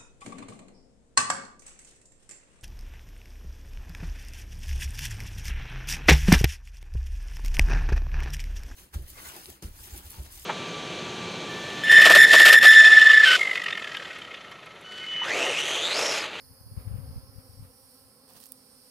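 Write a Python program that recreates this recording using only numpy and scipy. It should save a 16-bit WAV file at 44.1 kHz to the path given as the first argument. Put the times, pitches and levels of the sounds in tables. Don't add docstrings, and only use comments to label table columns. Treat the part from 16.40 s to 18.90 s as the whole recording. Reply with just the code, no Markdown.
import sys
import numpy as np
from scipy import signal
from scipy.fft import rfft, irfft, next_fast_len
from scipy.io import wavfile
from scipy.ndimage import uniform_filter1d, map_coordinates

SR = 44100
rng = np.random.default_rng(int(sys.argv[2]) if len(sys.argv) > 2 else 0)


def level_to_linear(level):
    exponent = np.asarray(level, float) / 20
    return 10 ** exponent


def unload_audio(sound):
    columns = np.transpose(np.atleast_2d(sound))
    steps = np.round(np.clip(columns, -1, 1) * 32767)
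    wavfile.write(sys.argv[1], SR, steps.astype(np.int16))


N = 110250
TIME = np.arange(N) / SR
TICK_TIME = np.arange(SR // 40) / SR


def unit(x):
    return x / np.sqrt(np.mean(x ** 2) + 1e-20)


def along(points, hz):
    f, v = np.transpose(points)
    return np.interp(np.log(hz + 1), np.log(f + 1), v)


def curves(rows):
    s, *cols = np.transpose(rows)
    return [np.interp(TIME, s, c) for c in cols]


def wobble(rate, count=1):
    knots = rng.standard_normal((count, int(N * rate / SR) + 4))
    return np.array([map_coordinates(k, [np.arange(N) * rate / SR]) for k in knots])


def filtered(x, response):
    m = next_fast_len(N + SR // 2)
    return irfft(rfft(x, m) * response(np.fft.rfftfreq(m, 1 / SR)), m)[..., :N]


def pan(db):
    return level_to_linear(np.array([db / 2, -db / 2]))


def lagged(pair):
    lag_s = np.array([[0.00016], [0]])
    return filtered(pair, lambda hz: np.exp(-2j * np.pi * hz * lag_s))


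def rush(spectrum, alike, patchy_db):
    z = signal.stft(rng.standard_normal((2, N)), nperseg=512)[2]
    field = uniform_filter1d(rng.standard_normal(z.shape[1:]), size=6, axis=0)
    field = uniform_filter1d(field, size=14, axis=1)
    pair = signal.istft(z * level_to_linear(patchy_db * unit(field)), nperseg=512)[1][:, :N]

    def mid_and_side(hz):
        turn = np.arccos(np.clip(along(alike, hz), -1, 1)) / 2
        return level_to_linear(along(spectrum, hz)) * [np.cos(turn), np.sin(turn)]

    mid, side = filtered(pair, mid_and_side)
    return unit(np.array([mid + side, mid - side]))


# (multiple of the wingbeat, level [dB])
WING = [(1, -4), (2, -5), (3, -14), (4, -13), (5, -14), (6, -21.5), (7, -26.5)]
# (time [s], level [dB])
SWARM = [(0, -2.5), (.25, -3.5), (.45, 2.5), (.8, 3), (1.1, -1.5), (1.6, -2.5), (2.1, -1.5), (2.5, -4.5)]
SWARM_DB = -60.5
BEE_TOP_HZ, BEE_SPREAD_HZ = 275, 21
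BEE_WANDER, BEE_JITTER = .018, .027
BEE_SWELL_DB, BEE_FLUTTER_DB = 3.2, 3.8
BEE_SCATTER_S = 0.00013


def bees(count=30):
    draw = (np.arange(count)[:, None] + rng.random((count, 1))) / count
    below_top = np.sqrt(draw) * (1 - draw ** 2 * np.log(1 - .95 * draw))
    unsteady = 1 + BEE_WANDER * wobble(2.5, count=count) + BEE_JITTER * wobble(40, count=count)
    hz = (BEE_TOP_HZ - BEE_SPREAD_HZ * below_top) * unsteady
    phase = 2 * np.pi * (np.cumsum(hz, axis=1) / SR + rng.random((count, 1)))
    late = 2 * np.pi * hz * BEE_SCATTER_S * wobble(1.56, count=count)
    both = np.array([phase - late, phase])
    gain = level_to_linear(BEE_SWELL_DB * wobble(4, count=count) + BEE_FLUTTER_DB * wobble(14, count=count))
    gain = gain * pan(-1.2 + 1.1 * wobble(1.5, count=count))
    buzz = sum(level_to_linear(db) * (gain * np.sin(k * both + k * k)).sum(axis=1) for k, db in WING)
    return level_to_linear(SWARM_DB + curves(SWARM)[0]) * unit(buzz)


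# (time [s], strength [dB], left minus right [dB])
WIND = [(0, -65, -16), (.1, -56, 9), (.3, -56, -12.5), (.42, -50.5, -1), (.55, -41, 18.5), (.8, -52.5, -10),
        (.97, -53.5, 11.5), (1.04, -61.5, -2), (1.16, -56, 12), (1.21, -49, -5), (1.28, -61, 3),
        (1.6, -68, 2), (2.5, -78, 1)]
# (frequency [Hz], level [dB per Hz])
BUFFET = [(15, -34), (25, -46), (46, -6.5), (103, 0), (150, -10.5), (220, -21), (320, -39.5), (600, -74)]


def rumble():
    strength_db, pan_db = curves(WIND)
    lumps = level_to_linear(0.8 * wobble(18, count=2))
    return level_to_linear(strength_db) * pan(pan_db) * unit(lumps * rush(BUFFET, [(30, 0.28)], patchy_db=3.0))


# (time [s], peak level [dB])
EDDIES_LEFT = [(.111, -43), (.213, -38.5), (.269, -37.5), (.32, -32), (.378, -20.5), (.407, -35.5),
               (.477, -22), (.514, -25), (.545, -21), (.56, -24.5), (.586, -26), (.616, -35), (.672, -39),
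               (.694, -29), (.712, -29.5), (.742, -45), (.767, -29), (.838, -36.5), (.962, -38),
               (.986, -30.5), (1.099, -38.5), (1.138, -42.5), (1.197, -34), (1.228, -34.5), (1.25, -40)]
# (time [s], peak level [dB])
EDDIES_RIGHT = [(0.266, -38.5), (0.327, -36), (0.387, -32.5), (0.472, -36), (0.502, -39), (0.529, -31),
                (0.569, -34), (.654, -42), (0.694, -35), (0.731, -34), (0.764, -26.5), (.78, -26.5),
                (0.794, -36.5), (0.896, -41), (1.209, -35.5)]


def eddies():
    colour = lambda hz: level_to_linear(along(BUFFET, hz))
    kicks = np.zeros((2, 2, N))
    for port, rows in enumerate((EDDIES_LEFT, EDDIES_RIGHT)):
        for (s, db), turn in zip(rows, rng.uniform(0, 2 * np.pi, len(rows))):
            kicks[:, port, round(s * SR)] = level_to_linear(db) * np.array([np.cos(turn), np.sin(turn)])
    peak = filtered(np.eye(1, N)[0], colour)[0]
    return (filtered(kicks[0], colour) + filtered(kicks[1], lambda hz: 1j * colour(hz))) / peak


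# (frequency [Hz], level [dB per Hz])
LEAVES = [(30, -22), (115, 1), (310, -7.5), (900, -9.5), (2300, -15), (4000, -22.5), (7000, -36),
          (15000, -23)]
# (frequency [Hz], likeness [0-1])
ALIKE = [(60, 1), (270, 1), (740, 0.6), (1200, 0.26), (3000, 0.23), (6000, 0.65)]
# (time [s], lift [dB], half length [s])
PUFFS = [
    (0.395, 6, 0.03),
    (0.484, 5.5, 0.0045),
    (0.575, 3, .02),
    (0.783, 2.5, 0.038),
    (1.0, 5.5, .02),
    (1.25, 7.5, 0.028),
    (1.967, 8.5, 0.023),
]
LEAVES_DB, STILL_DB = -68, -62.5
LEAVES_FOLLOW = 0.41


def leaves():
    strength_db, _ = curves(WIND)
    lift_db = LEAVES_FOLLOW * np.clip(uniform_filter1d(strength_db, size=14000) - STILL_DB, 0, 40)
    for s, db, half_s in PUFFS:
        lift_db = lift_db + db * np.exp(-((TIME - s) / half_s) ** 2)
    level = level_to_linear(LEAVES_DB + lift_db + 1.1 * wobble(7.0))
    return lagged(level * pan(-1.8)[:, None] * rush(LEAVES, ALIKE, patchy_db=1.5))


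SNAP_S, SNAP_DB, SNAP_PAN_DB = 2.1203, -21, -15
SNAP_ECHO_S, SNAP_ECHO_DB = .0021, -24
SNAP_RISE_S, SNAP_CRACK_DB, SNAP_CRACK_T60_S = .00015, -7, .011
# (frequency [Hz], level [dB], t60 [s])
TWIG = [(10800, 1.5, 0.0036), (12700, -4, .004), (14600, 1, .004), (4970, -16.5, 0.0047),
        (3680, -22.5, 0.0061)]


def twig_snap():
    t = TICK_TIME
    hiss = unit(np.diff(rng.standard_normal(len(t) + 2), n=2))
    ring = level_to_linear(SNAP_CRACK_DB - 60 * t / SNAP_CRACK_T60_S) * hiss
    for hz, db, t60_s in TWIG:
        ring = ring + level_to_linear(db - 60 * t / t60_s) * np.sin(2 * np.pi * hz * t)
    ring = ring * (1 - np.exp(-t / SNAP_RISE_S))
    hits = np.zeros(N)
    hits[round(SNAP_S * SR)] = 1
    hits[round((SNAP_S + SNAP_ECHO_S) * SR)] = level_to_linear(SNAP_ECHO_DB)
    return level_to_linear(SNAP_DB + np.array([[SNAP_PAN_DB], [0]])) * np.convolve(hits, ring)[:N]


# (time [s], peak level [dB], level of the dull part [dB])
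CRACKLES = [(.961, -48, 0), (1.1261, -47, 0), (1.88, -48, -12), (1.8907, -42, -12), (1.9027, -43, -8),
            (1.9067, -45, -8), (1.9235, -46, -6), (1.9356, -40, -14), (1.9635, -47, 2), (1.9672, -46, 0),
            (1.9701, -43, -3), (1.9735, -45, 0), (1.9765, -46, 0), (1.9798, -42, -2), (1.9845, -47, 0),
            (2.0024, -34, -5), (2.005, -45, 2), (2.0105, -41, -3), (2.013, -38, -6), (2.0158, -43, 2),
            (2.019, -46, 0), (2.0226, -44, -3), (2.0279, -39, 1), (2.0315, -38, -1), (2.0345, -46, 0),
            (2.0389, -31, -4), (2.0415, -43, 0), (2.046, -46, -3), (2.052, -45, -3), (2.0573, -35, -4),
            (2.059, -41, 8), (2.0645, -38, -6), (2.0671, -35, -8), (2.0715, -46, -3), (2.0751, -45, -6),
            (2.0892, -39, -6), (2.093, -47, 0), (2.129, -45, -10), (2.181, -48, -6), (2.2661, -48, -6)]
CRACKLE_T60_S, CRACKLE_HZ, CRACKLE_SPREAD_HZ, CRACKLE_TILT_DB = .0065, 3000, 12500, 6.5
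SHADOW_DB = -13
LEAF_DIP_HZ, LEAF_DIP_WIDTH_HZ, LEAF_DIP_DB = 6900, 800, -5


def crackles():
    t, ticks = TICK_TIME, np.zeros((2, N + SR))
    draws = rng.random((len(CRACKLES), 2, 10, 1))
    for (s, db, dull_db), (place, strength) in zip(CRACKLES, draws):
        hz = CRACKLE_HZ + CRACKLE_SPREAD_HZ * (np.arange(10)[:, None] + place) / 10
        mode_db = dull_db * (hz < LEAF_DIP_HZ)
        mode_db = mode_db + LEAF_DIP_DB * np.exp(-((hz - LEAF_DIP_HZ) / LEAF_DIP_WIDTH_HZ) ** 2)
        mode_db = mode_db + 10 * strength + CRACKLE_TILT_DB * np.minimum(hz / 9000, 1)
        modes = level_to_linear(mode_db - 60 * t / CRACKLE_T60_S) * np.sin(2 * np.pi * (hz * t + 7 * place))
        far = modes * np.sign(strength - .3) * level_to_linear(SHADOW_DB * hz / 10000)
        tick = np.array([far.sum(axis=0), modes.sum(axis=0)])
        ticks[:, round(s * SR) - 8:][:, :len(t)] += level_to_linear(db + 2.0) * tick / abs(tick).max()
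    return ticks[:, :N]


# (frequency [Hz], level [dB per Hz])
LITTER = [(880, -71), (1500, -14), (1900, -8), (2000, -25), (2690, -9), (5600, -6.5), (7320, -16),
          (9010, -9), (16000, -9)]
# (time [s], level [dB])
RUSTLE = [(1.86, -92), (1.9, -57.5), (1.94, -66), (1.972, -53.5), (1.995, -65), (2.03, -58), (2.07, -65),
          (2.11, -96)]


def rustle():
    level_db, = curves(RUSTLE)
    grains = level_to_linear(2.5 * wobble(300)) * rng.standard_normal((2, N))
    grit = unit(filtered(grains, lambda hz: level_to_linear(along(LITTER, hz))))
    return level_to_linear(level_db) * pan(-8.0)[:, None] * grit


STEP_S, STEP_HZ, STEP_DB, STEP_LEN_S = 1.907, 870, -62, .014


def soft_step():
    thud = filtered(rng.standard_normal(N), lambda hz: np.exp(-np.log((hz + 1) / STEP_HZ) ** 2 / 0.11))
    return level_to_linear(STEP_DB) * unit(thud) * np.exp(-((TIME - STEP_S) / STEP_LEN_S) ** 2)


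# (start [s], end [s], tymbal tone [Hz], clicks per second [Hz], level [dB])
SINGERS = [
    (.1, .78, 5060, 161, -74),
    (.8, 1.25, 5523, 226, -67.5),
    (1.26, 1.64, 5615, 219, -70),
    (2.13, 2.55, 5432, 214.5, -70),
    (-.1, .7, 10284, 267, -69),
    (.5, 1.5, 9750, 203, -70),
    (1.4, 2.6, 9220, 209, -68),
    (1.5, 2.1, 5190, 214, -72),
]
SIDEBAND_DB, SINGER_FADE_S = -2.2, .06
SINGER_DRIFT_RAD, SINGER_RISE_HZ_PER_S = .9, 60


def singers():
    out = np.zeros((2, N))
    for start, end, hz, rate_hz, db in SINGERS:
        gate = np.clip(np.minimum(TIME - start, end - TIME) / SINGER_FADE_S, 0, 1)
        rise = np.pi * SINGER_RISE_HZ_PER_S * (TIME - (start + end) / 2) ** 2
        drift = SINGER_DRIFT_RAD * wobble(50) + rise
        ladder = 0
        for k in range(5):
            phase = 2 * np.pi * (hz - k * rate_hz) * TIME + drift + np.array([[k], [0]])
            ladder = ladder + level_to_linear(SIDEBAND_DB * k + 3.1 * wobble(24.86, count=2)) * np.sin(phase)
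        out += level_to_linear(db) * gate * unit(ladder)
    return out * pan(-5)[:, None]


def chorus(control, early, late, early_hz, late_hz, depth, alike):
    level_db, pan_db, share = curves(control)
    share = np.clip(share, 0, 1)
    mix = 0
    for part, colour, rate_hz in ((1 - share, early, early_hz), (share, late, late_hz)):
        throb = 1 + depth * np.cos(2 * np.pi * rate_hz * TIME + 0.38 * wobble(5.4))
        mix = mix + np.sqrt(part) * throb * rush(colour, [(1000, alike)], patchy_db=0.76)
    return level_to_linear(level_db + 1.18 * wobble(6.95)) * pan(pan_db) * mix


# (time [s], level [dB], left minus right [dB], share of the later trees [0-1])
LOW_CHORUS = [(0, -63, -3.5, 0.15), (.4, -64, -3, 0), (.9, -63.5, -3, 0.3), (1.4, -65, -3.5, 0.88),
              (1.8, -66, -2, 1), (2.5, -63, -2, 1)]
# (frequency [Hz], level [dB per Hz])
LOW_EARLY = [(2240, -48), (3800, -56), (4050, -13.5), (4440, -1), (4990, -1.5), (5250, 2), (5610, -19.5),
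             (6200, -13.5), (8060, -32.5), (13600, -120)]
LOW_LATE = [(2240, -12.5), (3800, -11), (4140, -3.5), (4480, 1), (5480, 1.5), (5810, -3), (6060, -41),
            (6200, -29.5), (8060, -43), (13600, -120)]


def low_chorus():
    return chorus(LOW_CHORUS, LOW_EARLY, LOW_LATE, early_hz=269, late_hz=206, depth=0.17, alike=0.29)


# (time [s], level [dB], left minus right [dB], share of the later trees [0-1])
HIGH_CHORUS = [(0, -59.5, -3.5, 0.07), (.4, -60.5, -5, 0.073), (.9, -62, -4.5, 0.16),
               (1.2, -62.5, -7, 0.54), (1.55, -60.5, -6.5, 0.43), (1.83, -65, -8.5, 0.69),
               (2.15, -61.5, -10.5, 1), (2.5, -63.5, -9, 0.81)]
# (frequency [Hz], level [dB per Hz])
HIGH_EARLY = [(4470, -52), (7600, -24), (9330, -1), (9900, 0.5), (11400, -7.5), (12700, -7.5), (14300, -2),
              (15100, -8.5), (16000, -58)]
HIGH_LATE = [(4470, -20.5), (7600, -13.5), (8480, -3.5), (8990, -1.5), (10100, -3.5), (11000, -10.5),
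             (12500, -6), (14000, -10), (16000, -22.5)]


def high_chorus():
    return chorus(HIGH_CHORUS, HIGH_EARLY, HIGH_LATE, early_hz=244.0, late_hz=245, depth=0.11, alike=.62)


def scene():
    yard = lagged(bees() + singers() + low_chorus())
    wind = rumble() + eddies() + leaves()
    litter = crackles() + rustle() + soft_step() + twig_snap()
    return yard + wind + litter + high_chorus()


def band_limit(x):
    return signal.sosfilt(signal.butter(12, 16490, fs=SR, output="sos"), x)


def record(dry):
    mix = filtered(dry, lambda hz: hz < 15850)
    return band_limit(mix)


dry = scene()
out = record(dry)
unload_audio(out)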